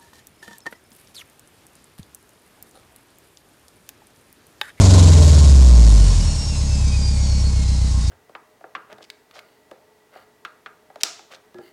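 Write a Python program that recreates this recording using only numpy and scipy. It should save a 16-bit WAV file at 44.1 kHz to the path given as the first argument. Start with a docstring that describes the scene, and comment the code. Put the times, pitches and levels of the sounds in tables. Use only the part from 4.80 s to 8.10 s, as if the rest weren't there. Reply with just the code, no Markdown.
"""Flat-four coasting down to idle

A flat-four car engine falls from a rev to a lumpy idle, microphone beside the tailpipe on an open road.
Firing pulses ring the exhaust; its two banks arrive unalike, so the note burbles once a cycle. Gas noise
roars and hisses through pipe resonances, and turbocharger whistles made of gliding sines slowly fall.
A faint hum and brief swells of a narrow tone lie beneath. The loud bass overloads the microphone."""
import sys
import numpy as np
from scipy import signal
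from scipy.fft import rfft, irfft, next_fast_len
from scipy.io import wavfile
from scipy.ndimage import uniform_filter1d

SR = 44100
rng = np.random.default_rng(int(sys.argv[2]) if len(sys.argv) > 2 else 0)


def materialize(psi):
    """Save the field psi as 16-bit PCM at rate SR to the path in sys.argv[1].

    A 1-D psi becomes a single channel; in a 2-D psi each row is a channel.
    """
    bounded = np.clip(np.atleast_2d(psi).T, -1, 1)
    quanta = np.round(bounded * 32767).astype(np.int16)
    wavfile.write(sys.argv[1], SR, quanta)


N = 145530  # samples

# Engine speed: t/s, firing rate/(1/s)
FIRING_RATE = [(0, 97.7), (.2, 89.6), (.4, 80.7), (.6, 72.75), (.8, 64.8), (1, 56.7), (1.2, 48.85),
               (1.35, 43.4), (1.5, 37), (1.6, 36.2), (1.75, 35.4), (1.9, 34.3), (2.1, 33.4), (2.4, 33.6),
               (2.7, 32.8), (3, 31.4), (3.3, 29.2)]
# Strength of the sources: t/s, exhaust pulse level/dB, hiss level/dB, roar level/dB (all relative)
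SOURCE_LEVELS = [(0, 0, -23, -22.5), (.21, -0.5, -24, -24.5), (.38, -3, -25.5, -25),
                 (.58, -5.5, -26.5, -29.5), (.74, -6, -28.5, -32), (1.01, -9, -29, -32.5),
                 (1.21, -12.5, -30, -34), (1.39, -16.5, -31, -40), (1.5, -18.5, -33, -42),
                 (1.6, -24, -34.5, -44), (1.75, -20.5, -35, -44), (2.0, -17.5, -35.5, -45),
                 (2.2, -18.5, -36.5, -44), (2.55, -17.5, -36, -45), (2.98, -19, -36.5, -46),
                 (3.3, -21, -36, -47.5)]
# Exhaust response to what all cylinders share: f/Hz, gain/dB
SHARED_RESPONSE = [(8, -74.5), (30, -10.5), (42, 2), (52, 6), (62, 4), (75, -1), (90, -4.5), (105, -10),
                   (125, -19.5), (145, -15), (170, -26), (200, -17.5), (240, -32.5), (280, -26.5),
                   (330, -50), (400, -58), (447, -43), (510, -52.5), (588, -40), (680, -57.5), (1500, -130)]
# Response to the bank burble partials just below each firing harmonic: f/Hz, gain/dB
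BANKS_BELOW = [(8, -58), (15, -46), (30, -55), (45, -29), (60, -14.5), (75, -15.5), (92, -13), (110, -19),
               (135, -14.5), (155, -17), (175, -31.5), (205, -22), (240, -41.5), (285, -33), (340, -48),
               (500, -57.5), (1500, -130)]
# Response to the bank burble partials just above each firing harmonic: f/Hz, gain/dB
BANKS_ABOVE = [(8, -26), (15, -31), (30, -42), (43, -38), (55, -31), (66, -11), (76, -33.5), (92, -12.5),
               (110, -25.5), (135, -17.5), (155, -20), (180, -31.5), (205, -25), (240, -43.5), (285, -34),
               (340, -50.5), (500, -49), (1500, -130)]
# Response to the difference between neighbouring firings: f/Hz, gain/dB
NEIGHBOUR_RESPONSE = [(8, -99), (15, -57), (40, -41), (60, -8), (100, -28), (150, -31.5), (205, -30),
                      (240, -44.5), (280, -30), (330, -63), (500, -70), (1500, -130)]
# Unevenness between neighbouring firings: t/s, gain/dB
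NEIGHBOUR_GAIN = [(0, 6.5), (.25, -11), (.45, 2), (.7, -1), (1.0, -8), (1.4, -14), (1.6, 10), (1.9, 1),
                  (2.3, -19.5), (3.3, 8)]
# Bank burble: t/s, gain/dB, lag of the upper partials/rad
BURBLE = [(0, 1.5, 1.6), (1.1, 0.5, 1.3), (1.45, 3.5, 0.31), (1.6, 4, 0.81), (1.9, 3, -0.09),
          (2.5, 0.5, 0.3), (3.3, 2.5, 0.62)]
# Roar spectrum, relative: f/Hz, density/(dB per Hz)
ROAR_SPECTRUM = [(180, -39), (300, 2), (360, -2.5), (430, 1), (500, -3.5), (590, 1.5), (768, -8),
                 (1060, -6), (1200, -18), (2500, -17.5), (3250, -49.5), (5500, -120)]
# Hiss spectrum towards idle, relative: f/Hz, density/(dB per Hz)
IDLE_HISS_SPECTRUM = [(410, -57), (700, -3.5), (826, -15), (886, -4), (1080, -4.5), (1190, -8.5),
                      (1930, -10), (3480, -8.5), (5070, -3.5), (6970, -2.5), (8510, -7), (10000, -14.5),
                      (11700, -26.5), (15200, -79), (22000, -120)]
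# Hiss spectrum at high engine speed, relative: f/Hz, density/(dB per Hz)
FAST_HISS_SPECTRUM = [(880, -21), (1500, -3), (1620, -13), (2130, -18), (2650, -7), (3830, 1), (6140, 0.5),
                      (6870, 3.5), (8300, -3.5), (11700, -20.5), (15200, -55), (22000, -120)]
# Resonances in the roar: f/Hz, width/Hz, relative gain/dB
ROAR_RINGS = [(584, 9.6, -5.5), (1062, 20, -13), (445, 14, -9)]
# Pipe resonances met by hiss and whistles: f/Hz, width/Hz, relative gain/dB
PIPE_RINGS = [(2180, 7.7, 1.5), (2333, 3.1, 0), (2507, 10, 3.5), (3270, 35, -21), (3740, 13, 6),
              (3975, 11.5, 3), (4377, 75, 4), (4814, 30, 4), (5185, 52, 0), (5530, 32, 6), (6180, 140, -13),
              (6680, 92, -7.5), (7660, 33, -2.5), (8200, 50, -9), (8660, 40, -5.5)]
# Turbocharger reference pitch: t/s, f/Hz
TURBO_PITCH = [(0, 4600), (1.2, 3050), (1.55, 2840), (1.8, 2710), (2.15, 2500), (2.55, 2280), (2.9, 2110),
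               (3.3, 1940)]
# Turbocharger strength, relative: t/s, level/dB
TURBO_LEVEL = [(0, -52), (1.0, -45), (1.2, -36), (1.4, -45.5), (1.5, -36), (1.7, -39), (1.9, -42),
               (2.2, -39), (2.55, -39.5), (2.7, -51.5), (2.9, -40.5), (3.1, -48), (3.3, -45)]
# Separate whistles: multiple of the reference pitch, relative level/dB
WHISTLES = [(0.914, -13.5), (1.0, -7.5), (1.29, -15), (1.47, -14), (1.86, -11.5), (1.9, -5.5),
            (1.969, -4.5), (2.36, -11), (2.448, -6), (2.84, -6), (2.93, -9.5), (3.35, -10.5)]
# Swells of the narrow tone: middle t/s, half length/s, peak level/dB
RING_SWELLS = [(.18, 0.041, -30.5), (1.332, 0.031, -37.5), (3.21, 0.071, -44.5)]

START_TURN = .365  # place in the four-firing cycle at 0 s, in cycles
JITTER, SCATTER_DB = .002, .3  # random spread of firing time (in firings) and of strength (dB)
BANK_LAG_S = 0.0029  # extra delay of the bank burble
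FAST_RATE, IDLE_RATE = 92.6, 37  # firings per s between which the hiss changes character
PUFF_DB, PUFF_TURN = -0.5, 0.74  # hiss swing per firing; negative, so weakest at this turn (firings)
CHUFF_DB, CHUFF_TURN = 0.5, 0.77  # swing of the fast hiss per cycle, strongest at this turn (cycles)
FLICKER_DB = -0.08  # slow random wander of roar and idle hiss
IDLE_RINGS_DB, WHISTLE_RINGS_DB, DIRECT_DB = 1.5, 5.0, -2  # gain through the pipe rings, and past them
WAVER, PATCHY_DB = .006, 3.8  # random spread of whistle pitch (fraction) and level (dB)
HUM_HZ, HUM_DB = 825, -48.5
RING_HZ, RING_WIDTH_HZ = 1062, 25
CEILING, KNEE = 0.76, 4.2  # microphone overload: full-scale fraction, and sharpness of the bend
TOP_HZ = 11850


def undb(db):
    """Decibels to gain."""
    return 10 ** (np.asarray(db) / 20)


def unit(x):
    """Scale to rms 1."""
    return x / np.sqrt(np.mean(x ** 2))


def curve(table, column=1):
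    """One column of a time table, sample by sample."""
    rows = np.array(table, float)
    return np.interp(np.arange(N) / SR, rows[:, 0], rows[:, column])


def colour(x, table):
    """Causal minimum-phase filter whose gain follows (f/Hz, gain/dB) points on a log frequency axis."""
    size = next_fast_len(N + SR // 2, True) // 2 * 2
    rows = np.array(table, float)
    hz = np.maximum(np.arange(size // 2 + 1) * SR / size, 1)
    gain = undb(np.interp(np.log(hz), np.log(rows[:, 0]), rows[:, 1]))
    # folding the cepstrum forward in time gives the minimum phase
    cepstrum = irfft(np.log(gain), size)
    cepstrum[1:size // 2] *= 2
    cepstrum[size // 2 + 1:] = 0
    response = np.exp(rfft(cepstrum))
    return irfft(rfft(x, size) * response, size)[:len(x)]


def rings(x, table):
    """Sum of parallel resonances, each with its gain in dB at its centre."""
    return sum(undb(db) * signal.lfilter(*signal.iirpeak(hz, hz / width, SR), x) for hz, width, db in table)


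def walk(rate):
    """Random levels held 1 / rate s and smoothed twice; spread near 1."""
    hold = int(SR / rate)
    steps = np.repeat(rng.standard_normal(N // hold + 1), hold)
    smooth = uniform_filter1d(uniform_filter1d(steps, hold), hold)
    return unit(smooth[:N])


def exhaust(firings, rate):
    """One pulse a firing; bank and neighbour differences take their own paths through the pipes."""
    lead = SR // 10  # the engine already runs before 0 s
    before = firings[0] - rate[0] / SR * np.arange(lead, 0, -1)
    count = np.r_[before, firings]
    index = np.arange(np.ceil(count[0]), count[-1]).astype(int)
    time_chance, level_chance = rng.standard_normal((len(index), 2)).T
    at = np.interp(index + JITTER * time_chance, count, np.arange(N + lead)).astype(int)
    now = np.maximum(at - lead, 0)
    strength = undb(curve(SOURCE_LEVELS)[now] + SCATTER_DB * level_chance)
    size = strength * SR / rate[now] / np.sqrt(2)  # pulse area follows the firing interval

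    def path(table, weight, lag_s=0):
        """Weighted pulses through one exhaust response, delayed by lag_s."""
        pulses = np.zeros(N + lead)
        pulses[at] = -size * weight
        return colour(pulses, table)[lead - int(lag_s * SR):][:N]

    def burble(table, side, lag=0):
        """Bank difference, keeping the partials on one side of each firing harmonic."""
        # two patterns a firing apart, one turned a quarter wave, cancel the other side
        turn = np.pi / 2 * index - np.pi / 4 - lag
        gain = undb(curve(BURBLE)[now])
        now_bank = path(table, gain * np.cos(turn), BANK_LAG_S)
        next_bank = path(table, gain * -np.sin(turn), BANK_LAG_S)
        padded = np.pad(next_bank, lead, "reflect")
        quarter_turned = signal.hilbert(padded).imag[lead:-lead]
        return now_bank + side * quarter_turned

    below, above = -1, 1
    shared = path(SHARED_RESPONSE, 0.91)
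    lower = burble(BANKS_BELOW, below)
    upper = burble(BANKS_ABOVE, above, curve(BURBLE, column=2)[now])
    neighbours = path(NEIGHBOUR_RESPONSE, (-1.) ** index * undb(curve(NEIGHBOUR_GAIN)[now]))
    return shared + lower + upper + neighbours


def gas(firings, rate):
    """Resonant noise roars; hiss pulses with each firing and at speed also chuffs once a cycle."""
    fast = np.clip((rate - IDLE_RATE) / (FAST_RATE - IDLE_RATE), 0, 1)
    puff = PUFF_DB * np.cos(2 * np.pi * (firings - PUFF_TURN))
    chuff = CHUFF_DB * fast * np.cos(2 * np.pi * (firings / 4 - CHUFF_TURN))

    broad_roar = unit(colour(rng.standard_normal(N), ROAR_SPECTRUM))
    ringing_roar = unit(rings(rng.standard_normal(N), ROAR_RINGS))
    roar = broad_roar + ringing_roar * undb(-7)

    idle = colour(rng.standard_normal(N), IDLE_HISS_SPECTRUM)
    idle = unit(idle + undb(IDLE_RINGS_DB) * rings(idle, PIPE_RINGS))
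    idle = idle * undb(FLICKER_DB * walk(9.35) + 0.77 * walk(150))
    rush = unit(colour(rng.standard_normal(N), FAST_HISS_SPECTRUM))
    rush = rush * undb(chuff + 0.46 * walk(20.7) + 1.1 * walk(200))
    hiss = idle * np.sqrt(1 - fast) + rush * np.sqrt(fast)  # equal-power blend

    roar_gain = undb(curve(SOURCE_LEVELS, column=3) + FLICKER_DB * walk(13.7))
    hiss_gain = undb(curve(SOURCE_LEVELS, column=2) + puff)
    return roar * roar_gain + hiss * hiss_gain


def turbo():
    """Falling turbocharger whistles that waver and flare where they cross a pipe resonance."""
    reference_hz = curve(TURBO_PITCH)
    tones = np.zeros(N)
    for multiple, db in WHISTLES:
        gain = undb(db + PATCHY_DB * walk(25.37))
        hz = multiple * reference_hz * (1 + WAVER * walk(120))
        tones += gain * np.sin(2 * np.pi * np.cumsum(hz) / SR)
    tones *= undb(curve(TURBO_LEVEL))
    return undb(DIRECT_DB) * tones + undb(WHISTLE_RINGS_DB) * rings(tones, PIPE_RINGS)


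def hum():
    """A faint sine of steady pitch that wavers in level by about 1 dB."""
    return undb(HUM_DB + walk(24.96)) * np.sin(2 * np.pi * HUM_HZ * np.arange(N) / SR)


def ring():
    """Noise through one narrow resonance near 1 kHz swells briefly now and then."""
    t = np.arange(N) / SR
    swell = sum(undb(db) * np.exp(-((t - middle) / half) ** 2) for middle, half, db in RING_SWELLS)
    return swell * unit(rings(rng.standard_normal(N), [(RING_HZ, RING_WIDTH_HZ, 0)]))


def scene():
    """Exhaust, gas, turbocharger and faint tones at one microphone beside the tailpipe."""
    rate = curve(FIRING_RATE)
    firings = 4 * START_TURN + np.cumsum(rate) / SR
    return (exhaust(firings, rate) + gas(firings, rate) + turbo() + hum() + ring())[None]


def record(dry):
    """The microphone flattens the loudest swings towards its ceiling; a steep low-pass cuts the top."""
    flat = dry / (1 + np.abs(dry / CEILING) ** KNEE) ** (1 / KNEE)
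    low_pass = signal.ellip(8, .2, 70, TOP_HZ, fs=SR, output="sos")
    return signal.sosfilt(low_pass, flat)


dry = scene()
out = record(dry)
materialize(out)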